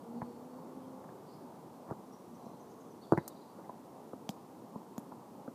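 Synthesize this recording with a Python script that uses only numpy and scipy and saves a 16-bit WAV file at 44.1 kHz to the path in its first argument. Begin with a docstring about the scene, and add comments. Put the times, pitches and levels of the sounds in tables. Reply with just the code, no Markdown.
"""Distant traffic, a motorbike pulling away and a few small birds, heard from the grass of an open field.
Footballs are kicked about, one hard and near, the others farther off: the boot slaps the skin,
the ball flexes and the air inside rings. The turf soaks up their treble and the tree line echoes them.
Boots press into the turf, and grass blades flick the microphone's case."""
import sys
import numpy as np
from scipy import signal
from scipy.fft import rfft, irfft
from scipy.io import wavfile
from scipy.ndimage import uniform_filter1d

SR = 44100
rng = np.random.default_rng(int(sys.argv[2]) if len(sys.argv) > 2 else 0)


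def put_to_file(sound):
    """Save the sound as 16-bit audio at rate SR, in the file named by the first command-line argument."""
    columns = np.atleast_2d(sound).T  # one column per channel
    safe = np.clip(columns, -1, 1)
    whole_steps = np.round(safe * 32767)
    wavfile.write(sys.argv[1], SR, whole_steps.astype(np.int16))


N = 244314
TIME = np.arange(N) / SR
BLOW = np.arange(4096) / SR  # time axis of one impact [s]


def gain_of(db):
    """Decibels to amplitude."""
    return 10 ** (np.asarray(db) / 20)


def unit_rms(x):
    """Scales to rms 1."""
    return x / np.sqrt(np.mean(x ** 2) + 1e-20)


def unit_peak(x):
    """Scales to peak 1."""
    return x / (abs(x).max() + 1e-20)


def bins(x):
    """FFT bin frequencies of x [Hz]."""
    return np.fft.rfftfreq(len(x), 1 / SR)


def curve_db(points, hz):
    """Interpolates a spectrum over log frequency."""
    point_hz, db = np.transpose(points)
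    return np.interp(np.log(hz + 1), np.log(point_hz + 1), db)


def delayed(x, delay_s):
    """Fractional delay, same length."""
    t = np.arange(len(x)) / SR
    return np.interp(t - delay_s, t, x, left=0)


def add(mix, time_s, sound):
    """Mixes a sound in at time_s."""
    part = mix[max(round(time_s * SR), 0):][:len(sound)]
    part += sound[:len(part)]


def play(rows, source, lead_s=0):
    """Sounds each row of an event table, starting lead_s early."""
    out = np.zeros(N)
    for time_s, *controls in rows:
        add(out, time_s - lead_s, source(*controls))
    return out


def noise(spectrum_db, t):
    """Shaped noise of rms 1, as long as t."""
    return unit_rms(irfft(rfft(rng.standard_normal(len(t))) * gain_of(spectrum_db), len(t)))


def drift(t, rate_hz):
    """Random wander of rms 1, rolled off above rate_hz."""
    return noise(-10 * np.log10(1 + (bins(t) / rate_hz) ** 4), t)


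def click(spectrum_db):
    """Minimum-phase pulse with this spectrum."""
    log_gain = np.log(gain_of(np.maximum(spectrum_db, -100)))
    mirrored = np.concatenate([log_gain, log_gain[-2:0:-1]])
    return np.fft.ifft(np.exp(np.conj(signal.hilbert(mirrored)))).real


def thump(hz, swell_s):
    """Heavily damped swing that builds and dies in a couple of cycles."""
    age = BLOW / swell_s
    return unit_peak(age * np.exp(-age) * np.sin(2 * np.pi * hz * BLOW))


def ring(modes, scale=1):
    """Struck modes dying away."""
    return sum(gain_of(db - 60 * BLOW / t60_s) * np.sin(2 * np.pi * hz * scale * BLOW)
               for hz, db, t60_s in modes)


def scatter(x, t60_s):
    """Trunks and branches smear a sound into a dying tail."""
    t = np.arange(SR) / SR
    tail = rng.standard_normal(SR) * gain_of(-60 * t / t60_s)
    return signal.fftconvolve(x, tail / np.linalg.norm(tail))[:N]


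# far traffic spectrum: (frequency [Hz], relative density [dB])
TRAFFIC_SPECTRUM = [(30, -0.5), (65, -19), (85, -14.5), (110, -8.5), (170, -1), (240, 1.5), (410, -3),
                    (650, -7.5), (880, -5.5), (1110, -11.5), (1600, -27.5), (2100, -35), (2600, -48),
                    (4000, -71)]


def traffic(level_db=-52, patchy_db=1.28, swell_db=1.5, swell_at_s=0.7, swell_s=0.97):
    """Dull far-off wash with drifting patches and one gentle swell."""
    frames = signal.stft(rng.standard_normal(N), nperseg=2048, noverlap=1536)[2]
    patches = uniform_filter1d(rng.standard_normal(frames.shape), size=10, axis=0)
    patches = unit_rms(uniform_filter1d(patches, size=10, axis=1))
    patchy = signal.istft(frames * gain_of(patchy_db * patches), nperseg=2048, noverlap=1536)[1][:N]
    wash = unit_rms(irfft(rfft(patchy) * gain_of(curve_db(TRAFFIC_SPECTRUM, bins(TIME))), N))
    swell = np.exp(-((TIME - swell_at_s) / swell_s) ** 2)
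    return wash * gain_of(level_db + swell_db * swell)


# noise floor spectrum: (frequency [Hz], relative density [dB])
HISS_SPECTRUM = [(1200, -7), (2000, -2), (3000, -2.5), (4500, -2.5), (7300, -3.5), (14100, -5),
                 (15300, -7.5)]


def hiss(level_db=-70):
    """Faint, steady broadband floor."""
    return gain_of(level_db) * noise(curve_db(HISS_SPECTRUM, bins(TIME)), TIME)


# firing tone envelope, before fade and flutter: (time [s], rms level [dB])
FIRING_LEVEL = [(0.0, -60), (0.17, -47), (0.36, -54.5), (0.92, -53.5), (1.05, -69)]


def motorbike(start_hz=233.1, top_hz=262, rev_s=0.88, gone_s=1.35, fade_s=0.36, flutter_db=1.8):
    """Two engine orders climb as the bike pulls away, waver in moving air and fade."""
    firing_hz = start_hz + (top_hz - start_hz) * np.sin(np.pi / 2 * np.minimum(TIME / rev_s, 1)) ** 2
    phase = 2 * np.pi * np.cumsum(firing_hz * (1 + 0.0095 * drift(TIME, rate_hz=20))) / SR
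    firing = gain_of(np.interp(TIME, *np.transpose(FIRING_LEVEL))) * np.sin(phase)
    overtone = gain_of(-60.5) * np.sin(2 * phase)
    fade = np.clip((gone_s - TIME) / fade_s, 0, 1)
    flutter = gain_of(flutter_db * (drift(TIME, rate_hz=4.8) + 0.76 * drift(TIME, rate_hz=32)))
    return np.sqrt(2) * (firing + overtone) * fade * flutter


# single bird calls: (time [s], length [s], pitch [Hz], source level [dB], rasp [fraction of pitch])
BIRD_CALLS = [(0.09, .32, 4444, -77, 0.011), (0.49, 0.12, 4490, -79, 0.009), (0.81, 0.063, 3220, -74, 0.01),
              (1.255, 0.12, 4630, -70.5, .075), (2.12, 0.034, 5670, -66, 0.022),
              (2.36, 0.24, 4070, -78, .029), (2.98, 0.61, 4660, -76, 0.0188),
              (3.015, 0.027, 4500, -62.5, 0.034)]


def bird_note(length_s, pitch_hz, db, rasp, fall=0):
    """Thin whistle, level or falling; fast pitch flutter makes it raspy."""
    t = np.arange(SR) / SR
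    glide_hz = pitch_hz * np.interp(t, [0, length_s], [1, 1 - fall])
    hz = glide_hz * (1 + rasp * drift(t, rate_hz=210))
    swell = np.sqrt(np.sin(np.pi * np.minimum(t / length_s, 1)).clip(0))
    return gain_of(db) * swell * np.sin(2 * np.pi * np.cumsum(hz) / SR)


HARD_SLAP_DB, SWISH_S = -10, 0.006
# boot on ball skin: (frequency [Hz], relative level [dB])
SLAP_SPECTRUM = [(40, -48), (100, 1), (200, -8.5), (330, 5.5), (600, -0.5), (1000, -8.5), (2000, -5),
                 (5000, -16.5)]
# air inside the ball: (frequency [Hz], relative level [dB], t60 [s])
BALL_AIR_MODES = [(874, -6, 0.031), (990, -4, 0.038), (1390, -55, 0.006), (1620, -30, .025)]
# contact crackle of kicks and grass: (frequency [Hz], relative density [dB])
CRACKLE_SPECTRUM = [(1000, -18), (2200, -21), (4500, -1), (7000, 3), (10000, 1), (13000, 5), (16000, -1)]
# blows on a ball: (time [s], slap [dB], treble edge [Hz], thump [dB], thump pitch [Hz],
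# air ring gain [dB], contact time [s])
KICKS = [(0.2185, -35, 1980, -34.5, 150, -30, 0.0095), (1.043, -67, 1820, -47, 187, -46, .008),
         (1.091, -49, 1760, -48, 187, -50, 0.0066), (1.9109, -26, 1330, -31, 146, -56, .0125),
         (2.4656, -43.5, 850, -40, 225, -43, .008), (3.1224, -10.5, 1310, -19, 170.5, -31, .0123),
         (3.1762, -21.5, 2010, -23, 171, -27.5, .0092), (3.6953, -37.5, 1330, -41, 261, -36.5, .003),
         (4.1335, -34, 1270, -38, 232, -70, 0.00255), (4.7578, -43, 1150, -34.5, 207, -41, .002),
         (5.1218, -45.5, 1310, -47, 213, -42, 0.0061), (5.4792, -37, 1410, -34.5, 245, -60, 0.0059)]


def kick(slap_db, edge_hz, thump_db, thump_hz, ring_db, contact_s):
    """The boot swishes in and slaps the skin; the ball flexes, then snaps back with its air ringing."""
    hz, force_db = bins(BLOW), slap_db - HARD_SLAP_DB
    turf_db = 10 * np.log10(1 / (1 + (hz / edge_hz) ** 20) + 1e-5)  # turf absorbs the treble
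    slap = gain_of(slap_db) * unit_peak(click(curve_db(SLAP_SPECTRUM, hz) + turf_db))
    air = gain_of(ring_db) * signal.fftconvolve(ring(BALL_AIR_MODES), click(turf_db))[:len(BLOW)]
    contact = slap + air
    rebound = gain_of(-7) * delayed(contact, contact_s)
    second_mode = gain_of(2 + 0.4 * force_db) * thump(2.15 * thump_hz, swell_s=0.0021)
    flex = gain_of(thump_db) * (thump(thump_hz, swell_s=0.0031) + second_mode)
    rub = noise(turf_db - 10 * np.log10(1 + (450 / (hz + 1)) ** 2), BLOW)  # little bass
    scuff_envelope = np.exp(-BLOW / 0.011) * (1 - np.exp(-BLOW / 0.0031))
    scuff = gain_of(-31 + 0.99 * force_db) * rub * scuff_envelope
    crackle_gain = gain_of(slap_db - 38) * (edge_hz / 1300) ** 2  # more from brighter blows
    crackle = crackle_gain * noise(curve_db(CRACKLE_SPECTRUM, hz), BLOW) * np.exp(-BLOW / 0.0037)
    swish_envelope = np.sin(np.pi * np.minimum(BLOW / (2 * SWISH_S), 1)) ** 2
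    swish = gain_of(-42.5 + 0.26 * force_db) * rub[::-1] * swish_envelope
    return swish + delayed(contact + rebound + flex + scuff + crackle, SWISH_S)


def tree_line_echo(x, delay_s=0.464):
    """Late, slightly smeared reflection off the trees."""
    return gain_of(-28) * delayed(scatter(x, t60_s=0.08), delay_s)


# boots pressing into turf: (time [s], level [dB])
STEPS = [(1.905, -45), (3.592, -54)]


def step(db, edge_hz=1200, swell_s=0.018):
    """Grass crushed under a boot: a dull puff that swells and dies."""
    crush = noise(-10 * np.log10(1 + (bins(BLOW) / edge_hz) ** 10), BLOW)
    return gain_of(db) * crush * np.exp(-abs(BLOW - BLOW.mean()) / swell_s)


# chirp runs: (start [s], end [s], period [s], pitch [Hz], source level [dB])
BIRD_TRILLS = [(2.34, 2.5, .105, 6360, -69), (2.597, 2.95, .101, 6500, -70), (3.03, 3.07, .1, 3740, -67),
               (3.135, 3.44, .055, 4160, -69)]


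def bird_trills(chirp_s=0.0272, pitch_spread=0.02):
    """A bird repeats one falling chirp at an even pace, never quite on the same pitch."""
    out = np.zeros(N)
    for start_s, end_s, period_s, pitch_hz, db in BIRD_TRILLS:
        for time_s in np.arange(start_s, end_s, period_s):
            chirp_hz = pitch_hz * (1 + pitch_spread * rng.standard_normal())
            add(out, time_s, bird_note(chirp_s, chirp_hz, db, rasp=0.035, fall=0.1))
    return out


SHARP_SNAP_DB, HEAVY_THUMP_DB = -22, -27.5
# blade striking the case: (frequency [Hz], relative level [dB])
SNAP_SPECTRUM = [(200, -5.5), (800, 17), (1900, -22), (3200, -0.5), (4000, -5), (7000, -5), (11000, -38),
                 (15000, -22)]
# grass blade modes: (frequency [multiple of blade pitch], relative level [dB], t60 [s])
BLADE_MODES = [(1, 4.5, 0.0075), (1.48, -10.5, 0.013), (1.85, -19, .01)]
# grass on the microphone: (time [s], snap drive [dB], blade pitch [Hz], crackle [dB], case thump [dB])
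GRASS_FLICKS = [(3.2787, -58, 9200, -38, -60.5), (4.2918, -24.5, 3230, -46.5, -31),
                (4.9802, -43.5, 6860, -51, -33)]


def grass_flick(snap_db, blade_hz, crackle_db, thump_db):
    """A blade snaps against the microphone's case, sets it thudding and brushes it springing back."""
    hz, bend_db = bins(BLOW), 0.33 * (snap_db - SHARP_SNAP_DB)
    snap = gain_of(snap_db) * unit_peak(click(curve_db(SNAP_SPECTRUM, hz)))
    contact = snap + gain_of(-39.5 + bend_db) * ring(BLADE_MODES, blade_hz)
    chatter = gain_of(0.5) * contact + gain_of(-8.5) * delayed(contact, 0.00085)
    scrape_envelope = np.exp(-BLOW / 0.0046) + gain_of(-31) * np.exp(-BLOW / 0.02)
    crackle = gain_of(crackle_db) * noise(curve_db(CRACKLE_SPECTRUM, hz), BLOW) * scrape_envelope
    brush_envelope = np.exp(-((BLOW - 0.015) / 0.0044) ** 2) + gain_of(-7) * np.exp(-BLOW / 0.043)
    brush = noise(-10 * abs(np.log2((hz + 1) / (1.55 * blade_hz))), BLOW)
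    spring_back = gain_of(-58 + bend_db) * brush * brush_envelope
    knock = gain_of(-30 + 0.18 * (thump_db - HEAVY_THUMP_DB)) * thump(hz=730, swell_s=0.0004)
    case = gain_of(thump_db) * thump(hz=201, swell_s=0.0032) - knock
    return chatter + crackle + spring_back + case


def scene():
    """Mono mix of background, birds, kicks with their echoes, steps and grass."""
    background = traffic() + hiss() + motorbike()
    song = play(BIRD_CALLS, bird_note) + bird_trills()
    birds = gain_of(-1) * song + gain_of(-1.5) * scatter(song, t60_s=0.57)
    kicks = play(KICKS, kick, lead_s=SWISH_S)
    echoes = gain_of(-18) * scatter(kicks, t60_s=0.25) + tree_line_echo(kicks)
    steps = play(STEPS, step, lead_s=BLOW.mean())
    grass = play(GRASS_FLICKS, grass_flick)
    return (background + birds + kicks + echoes + steps + grass)[None]


def record(dry):
    """The microphone's 85 Hz bass cut, then a 15350 Hz band limit."""
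    bass_cut = signal.butter(4, 85, "highpass", fs=SR, output="sos")
    band_limit = signal.firwin(511, 15350, window=("kaiser", 9), fs=SR)
    return signal.oaconvolve(signal.sosfilt(bass_cut, dry), band_limit[None], "same")


dry = scene()
out = record(dry)
put_to_file(out)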